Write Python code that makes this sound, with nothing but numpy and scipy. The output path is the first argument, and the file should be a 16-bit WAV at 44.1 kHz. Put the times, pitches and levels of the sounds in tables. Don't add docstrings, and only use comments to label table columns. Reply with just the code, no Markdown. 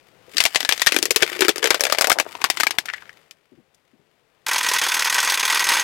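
import sys
import numpy as np
from scipy import signal
from scipy.fft import rfft, irfft
from scipy.io import wavfile
from scipy.ndimage import uniform_filter1d

SR = 44100
rng = np.random.default_rng(int(sys.argv[2]) if len(sys.argv) > 2 else 0)


def log_audio(samples):
    frames = np.atleast_2d(samples).T
    limited = np.clip(frames, -1, 1)
    pcm = np.round(limited * 32767).astype(np.int16)
    wavfile.write(sys.argv[1], SR, pcm)


N = 257103

# time in seconds, level in dB.
HUM_LEVEL = [(0, -54), (.3, -50), (2.6, -50), (3.1, -51), (3.4, -62), (3.8, -62.5), (4.44, -58.5)]
# frequency in Hz, density in dB per Hz.
HUM_SPECTRUM = [(20, -16.5), (60, -9.5), (150, -0.5), (240, -7.5), (450, -0.5), (1000, -8), (2800, -11.5),
                (6000, -22.5), (16000, -30)]
# time in seconds, crackle level in dB, cavity groan level in dB.
GRIND_LEVELS = [(.18, -63.5, -70), (.29, -53, -43), (.41, -28.5, -51), (.52, -34, -51), (.8, -31, -60.5),
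                (.94, -28, -36), (1.04, -39.5, -32), (1.42, -21, -35.5), (1.54, -35.5, -43),
                (1.65, -26, -25.5), (1.9, -29.5, -34.5), (2.1, -42, -25), (2.28, -38.5, -36),
                (2.58, -34.5, -42.5), (2.76, -46, -44), (3.1, -43.5, -59), (3.45, -67.5, -82)]
# frequency in Hz, density in dB per Hz.
CRACKLE_SPECTRUM = [(100, -23), (500, -7), (900, -6), (1800, 0.5), (3200, 0), (6000, -6.5), (12000, -12.5),
                    (16000, -20.5)]
# time in seconds, pitch in Hz, width in Hz, boom in dB under a 0 dB crack.
CAVITY_STATES = [(.35, 450, 220, -37.5), (.46, 734, 520, -16.5), (.87, 570, 450, -25),
                 (.96, 325, 89.5, -14), (1.17, 440, 101, -16), (1.45, 367, 45, -9.5),
                 (1.68, 454, 131, -15.5), (1.87, 570, 230, -14), (2.12, 646, 520, -13),
                 (2.45, 896, 850, -13.5), (2.8, 794, 900, -18), (3.3, 700, 900, -48)]
# start in seconds, level in dB, pitch in Hz.
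BUMPS = [(0.339, -39.5, 320), (0.626, -37, 428), (3.517, -45.5, 279), (3.574, -46.5, 237),
         (3.932, -51.5, 250), (3.991, -56.5, 238)]
# start in seconds, shard ring in dB, treble snap in dB.
SHELL_CRACKS = [(0.369, -11, -33), (0.3818, -6, -25.5), (0.4033, -2.5, -18.5), (0.412, -13.5, -26.5),
                (0.4385, -15, -13), (0.4529, -3.5, -9), (0.4614, -9, -20.5), (0.5475, -14.5, -24),
                (0.5581, -1.5, -29), (0.605, -13.5, -21), (0.629, -20, -26), (0.6495, -13, -32.5),
                (0.691, -4.5, -10.5), (0.712, -14.5, -30.5), (0.7235, -6, -14.5), (0.778, -26, -27.5),
                (0.796, -19.5, -33), (0.8183, -6.5, -17), (0.8631, -12, -17.5), (0.8694, 1.5, -8),
                (0.9214, -8.5, -17.5), (0.9439, -16.5, -21.5), (0.964, -5, -12), (0.9875, -16.5, -16.5),
                (1.027, -11.5, -9), (1.0551, -15.5, -13), (1.1076, -6.5, -7.5), (1.1608, -4.5, -3.5),
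                (1.2238, -4.5, -12), (1.2298, -3, -21), (1.392, -20.5, -27.5), (1.4075, -10.5, -9.5),
                (1.42, -5, -25.5), (1.449, -13, -22.5), (1.4827, -6.5, -9), (1.4916, -5, -9.5),
                (1.5593, -21.5, -24), (1.581, -24.5, -21), (1.628, -12, -34), (1.6419, -10, -11.5),
                (1.6569, -9, -25.5), (1.6723, -13, -20.5), (1.7053, -1.5, -5), (1.7443, -10.5, -16.5),
                (1.8076, -11.5, -7.5), (1.837, -11, -12.5), (1.8524, -11, -16.5), (1.8678, -15, -24),
                (1.899, -16.5, -22.5), (1.924, -4.5, -8.5), (1.9476, -16, -34), (1.9849, -9.5, -13.5),
                (2.01, -8.5, -7), (2.021, -13.5, -13.5), (2.0435, -7, -15), (2.0713, -14.5, -12.5),
                (2.0977, -19.5, -8.5), (2.1018, -4, -30), (2.117, -2.5, -9.5), (2.1268, -23, -14),
                (2.1866, -11, -18), (2.199, -4.5, -12.5), (2.3522, -25.5, -47), (2.417, -20, -31),
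                (2.4413, -4.5, -8.5), (2.5006, -8, -12.5), (2.5718, -15.5, -27.5), (2.6005, -12, -17),
                (2.607, -10, -14), (2.6338, -7.5, -13), (2.6682, -6.5, -17.5), (2.7079, -15, -20),
                (2.785, -5, -16), (2.8572, -26, -28.5), (3.3101, -34, -38.5), (3.7462, -60, -50.5)]
# time in seconds, pitch in Hz.
SHARD_PITCHES = [(.37, 3344), (.62, 2573), (1.15, 2514), (2.1, 1774), (2.42, 1510), (2.56, 2250),
                 (2.7, 1970), (3.3, 3240)]
# frequency in Hz, density in dB per Hz.
SNAP_SPECTRUM = [(1500, -34), (3500, -6.5), (5000, 2), (7000, -2), (9000, -5.5), (12000, -5),
                 (15500, -15.5)]
# frequency in Hz, density in dB per Hz.
THUMP_SPECTRUM = [(120, -10.5), (300, 3), (800, 3), (1500, -24)]
# time in seconds, pitch in Hz, level in dB.
SQUEAK = [(.383, 1483, -23.5), (.405, 1734, -34), (.5, 1715, -48), (.74, 1730, -46.5)]
# start in seconds, level in dB, pitch in Hz.
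SHELL_TAPS = [(2.885, -21, 1860), (2.889, -19.5, 1810), (2.9, -18.5, 1880), (2.9363, -19, 1900),
              (2.98, -32, 1850), (3.022, -33.5, 1580), (3.055, -41, 1900), (3.094, -29.5, 1770)]
# frequency in Hz, width in Hz, height over the spectrum in dB.
DUCK_RESONANCES = [(1005, 124, 7.5), (1537, 103, 8), (1932, 143, 9.5), (2404, 340, 5), (3420, 360, 4),
                   (6400, 150, 11), (8140, 280, 6.5), (10500, 1300, 3), (15200, 300, 9)]
# frequency in Hz, density in dB per Hz.
DUCK_SPECTRUM = [(100, -24.5), (210, -20), (320, -12), (560, -8), (690, -10.5), (850, 1), (1300, 0.5),
                 (2800, -1.5), (4000, -5), (5500, -5), (7500, -12), (12000, -15), (15500, -25.5)]
# start in seconds, level in dB.
CLOCKWORK_RUNS = [(4.465, -4), (4.511, 0.5), (4.609, -2.5), (4.6642, 1), (4.8156, .5), (4.9706, 0.5),
                  (5.1796, .5), (5.3725, -0.5), (5.4295, 0.5), (5.7693, -0.5)]
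# share of the cycle, low knock in dB, high rasp in dB.
FLAP_STROKES = [(0, -20, -22.5), (.44, -26.5, -18.5), (.68, -27, -28)]

TOP_HZ = 15900
BURST_SAMPLES = 8192
TIME_S = np.arange(N) / SR
AGE_S = np.arange(BURST_SAMPLES) / SR
SHARD_SCATTER = 0.065
BOOM_GROWTH = 0.79
DUCK_START_S = 4.464
FLAPS_PER_S, CATCH_S = 20, .005
STROKE_SCATTER_DB, STROKE_JITTER_S = 1, .0015
RELEASE_DB = 1.5
STALL_DB, STALL_S = -4.5, .006


def undb(db):
    return 10 ** (np.asarray(db) / 20)


def curve(table, at_s):
    times_s, *columns = np.transpose(table)
    return [np.interp(at_s, times_s, column) for column in columns]


def unit(x, span_s=None):
    part = x[:int(span_s * SR)] if span_s else x
    return x / np.sqrt(np.mean(part ** 2) + 1e-18)


def add(track, start_s, x):
    i = int(start_s * SR)
    track[i:i + len(x)] += x[:max(N - i, 0)]


def band(x, hz, width_hz):
    quality = hz / min(width_hz, SR / 4)
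    return signal.lfilter(*signal.iirpeak(hz, quality, fs=SR), x)


def low_cut(x, hz):
    return signal.sosfilt(signal.butter(3, hz, "high", fs=SR, output="sos"), x)


def response(points, peaks=(), size=2048):
    f_hz = np.maximum(np.arange(size // 2 + 1) * SR / size, 1)
    points_hz, points_db = np.transpose(points)
    db = np.interp(np.log(f_hz), np.log(points_hz), points_db)
    for centre_hz, width_hz, peak_db in peaks:
        db = db + peak_db / (1 + (2 * (f_hz - centre_hz) / width_hz) ** 2)
    cepstrum = irfft(np.log(undb(db)))
    cepstrum[1:size // 2] *= 2
    cepstrum[size // 2 + 1:] = 0
    return irfft(np.exp(rfft(cepstrum)))


def through(x, impulse):
    return signal.fftconvolve(x, impulse)[:len(x)]


def clicks(per_s, spread_db, size):
    strength = undb(spread_db * np.minimum(rng.exponential(size=size), 4))
    sign = rng.choice([-1, 1], size)
    return (rng.random(size) < per_s / SR) * sign * strength


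def walk(rate_hz, size=N):
    k = int(SR / rate_hz)
    steps = np.repeat(rng.standard_normal(size // k + 1), k)
    return unit(uniform_filter1d(steps, k)[:size])


def fracture(split_s, scatter_db, scatter_s, echo_db, echo_s, splinter_db):
    split = np.exp(-AGE_S / split_s)
    splinters = undb(splinter_db * walk(750, size=BURST_SAMPLES))
    scatter = undb(scatter_db) * splinters * np.exp(-AGE_S / scatter_s)
    echo = undb(echo_db) * np.exp(-AGE_S / echo_s)
    return (split + scatter + echo) * rng.standard_normal(BURST_SAMPLES)


def street():
    level_db, = curve(HUM_LEVEL, TIME_S)
    hum = through(rng.standard_normal(N), response(HUM_SPECTRUM))
    return unit(hum) * undb(level_db + 0.52 * walk(6.2))


def crackling():
    grit = np.zeros(N)
    for _ in range(4):
        ring = fracture(split_s=0.00017, scatter_db=-6.0, scatter_s=0.0036,
                        echo_db=-38, echo_s=.025, splinter_db=-1.5)
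        grit += through(clicks(per_s=150, spread_db=5, size=N), ring)
    crackle = unit(through(grit, response(CRACKLE_SPECTRUM))) * undb(2 * walk(30))
    dull = signal.lfilter(*signal.butter(1, 2000, fs=SR), crackle)
    dull_share = np.interp(TIME_S, [.8, 1.4, 2.6, 3.0], [-0.16, 0.59, 0, 0.44])
    return crackle + dull_share * (dull - crackle)


def groaning():
    slips = clicks(per_s=170, spread_db=4, size=N)
    wall = unit(band(band(slips, 450, 240), 400, 600))
    groan = np.zeros(N)
    times_s = np.transpose(CAVITY_STATES)[0]
    for (_, hz, width_hz, _), share in zip(CAVITY_STATES, np.eye(len(CAVITY_STATES))):
        air = unit(band(band(slips, hz, 0.62 * width_hz), hz, 450))
        groan += np.interp(TIME_S, times_s, share) * (air + undb(-6.5) * width_hz / hz * wall)
    return low_cut(groan, 220)


def grinding():
    crackle_db, groan_db = curve(GRIND_LEVELS, TIME_S)
    return undb(crackle_db) * crackling() + undb(groan_db) * groaning()


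def knocks():
    out = np.zeros(N)
    muffle = signal.butter(3, 480, fs=SR)
    for start_s, level_db, hz in BUMPS:
        push = rng.standard_normal(BURST_SAMPLES) * np.sqrt(AGE_S) * np.exp(-AGE_S / 0.013)
        bump = signal.lfilter(*muffle, band(push, hz, 180))
        add(out, start_s, undb(level_db) * unit(bump, 0.0197))
    return out


def shard(hz, ring_s, spread, count=7):
    place, size = rng.uniform(-1.027, 1, (2, count, 1))
    modes_hz = np.minimum(hz * np.exp(spread * place), TOP_HZ)
    decay = np.exp(-AGE_S * modes_hz / hz / ring_s)
    return (size * np.sin(2 * np.pi * modes_hz * AGE_S) * decay).sum(0)


def shell_ring(split, hz):
    shell = unit(band(band(split, hz, 1.5 * hz), hz, 2.24 * hz), 0.0035)
    modes = unit(shard(hz, ring_s=0.0027, spread=.48), 0.0022)
    return unit(low_cut(shell + modes, 670), 0.0045)


def cavity_boom(split, cavity_hz, width_hz):
    push = unit(split, 0.0087) + 22 * (AGE_S == 0)
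    air = unit(band(band(push, cavity_hz, width_hz), cavity_hz, 670), 0.037)
    wall = unit(band(band(push, 380, 260), 350, 700), 0.009)
    return unit(low_cut(air + undb(-2.5) * width_hz / cavity_hz * wall, 280), 0.024)


def globe_cracks():
    out = np.zeros(N)
    snap_ir, thump_ir = response(SNAP_SPECTRUM), response(THUMP_SPECTRUM)
    for start_s, ring_db, snap_db in SHELL_CRACKS:
        hz = curve(SHARD_PITCHES, start_s)[0] * np.exp(SHARD_SCATTER * rng.standard_normal())
        split = fracture(split_s=0.0015, scatter_db=-7, scatter_s=0.01,
                         echo_db=-30.5, echo_s=0.011, splinter_db=2.0)
        tear = fracture(split_s=0.00095, scatter_db=-9.5, scatter_s=.007,
                        echo_db=-36.0, echo_s=0.023, splinter_db=2.0)
        ring = undb(ring_db) * shell_ring(split, hz)
        snap = undb(snap_db) * unit(through(tear, snap_ir), 0.0045)
        cavity_hz, width_hz, cavity_db = curve(CAVITY_STATES, start_s)
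        boom = undb(cavity_db + BOOM_GROWTH * ring_db) * cavity_boom(split, cavity_hz, width_hz)
        thump = undb(3.9 * ring_db - 29.5) * unit(through(split, thump_ir), 0.005)
        add(out, start_s, ring + snap + boom + thump)
    return out


def creak():
    hz, level_db = curve(SQUEAK, TIME_S)
    phase = 2 * np.pi * np.cumsum(hz * (1 + .008 * walk(120))) / SR
    touching = (TIME_S > SQUEAK[0][0]) & (TIME_S < SQUEAK[-1][0])
    return touching * unit(np.sin(phase)) * undb(level_db + 3 * walk(60))


def tocks():
    out = np.zeros(N)
    for start_s, level_db, hz in SHELL_TAPS:
        tap = fracture(split_s=0.0012, scatter_db=-8.5, scatter_s=0.0063,
                       echo_db=-28, echo_s=0.04, splinter_db=4.5)
        add(out, start_s, undb(level_db) * unit(band(band(tap, hz, 390), hz, 3800), 0.0041))
    return out


def duck_strokes():
    ends_s = [run[0] for run in CLOCKWORK_RUNS[1:]] + [N / SR]
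    for (start_s, run_db), end_s in zip(CLOCKWORK_RUNS, ends_s):
        flaps = round((end_s - start_s) * FLAPS_PER_S)
        cycle_s = (end_s - start_s - CATCH_S) / flaps
        for flap in range(flaps):
            for k, (share, knock_db, rasp_db) in enumerate(FLAP_STROKES):
                late, knock, rasp = rng.standard_normal(3)
                release_db = RELEASE_DB * (flap == k == 0)
                stroke_s = start_s + (flap + share) * cycle_s + STROKE_JITTER_S * late
                yield (stroke_s,
                       run_db + knock_db + release_db + STROKE_SCATTER_DB * knock,
                       run_db + rasp_db + STROKE_SCATTER_DB * rasp)


def stalls():
    dips = sum(np.exp(-((TIME_S - start_s + STALL_S) / STALL_S) ** 2) for start_s, _ in CLOCKWORK_RUNS[1:])
    return undb(STALL_DB * dips)


def wind_up_duck():
    out = np.zeros(N)
    lead_s = 0.0045
    envelope = np.minimum(np.exp((AGE_S - lead_s) / 0.0015), np.exp(-(AGE_S - lead_s) / 0.009))
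    body = response(DUCK_SPECTRUM, DUCK_RESONANCES)
    crossover = signal.butter(2, 4000, fs=SR), signal.butter(2, 4000, "high", fs=SR)
    contact_hz = np.geomspace(500, TOP_HZ, num=14)
    for stroke_s, knock_db, rasp_db in duck_strokes():
        contact_db = 1.8 * rng.standard_normal(len(contact_hz))
        contact = response(np.transpose([contact_hz, contact_db]))
        for level_db, side in zip((knock_db, rasp_db), crossover):
            chatter = through(envelope * clicks(per_s=8000, spread_db=2.5, size=BURST_SAMPLES), body)
            sound = unit(signal.lfilter(*side, through(chatter, contact)), 0.014)
            add(out, stroke_s - .003, undb(level_db - 1.5) * sound)
    gears = unit(through(clicks(per_s=2100, spread_db=3, size=N), body)) * undb(4.6 * walk(60))
    return (out + undb(-26) * gears) * stalls()


def scene():
    left = street() + grinding() + knocks() + globe_cracks() + creak() + tocks()
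    right = undb(-24.5) * left + undb(-24) * street()
    return np.where(TIME_S < DUCK_START_S, np.array([left, right]), wind_up_duck())


def record(dry):
    rounded = dry / (1 + dry ** 6) ** (1 / 6)
    lowpass = signal.ellip(10, .1, 80, TOP_HZ, fs=SR, output="sos")
    return signal.sosfilt(lowpass, .88 * rounded)


dry = scene()
out = record(dry)
log_audio(out)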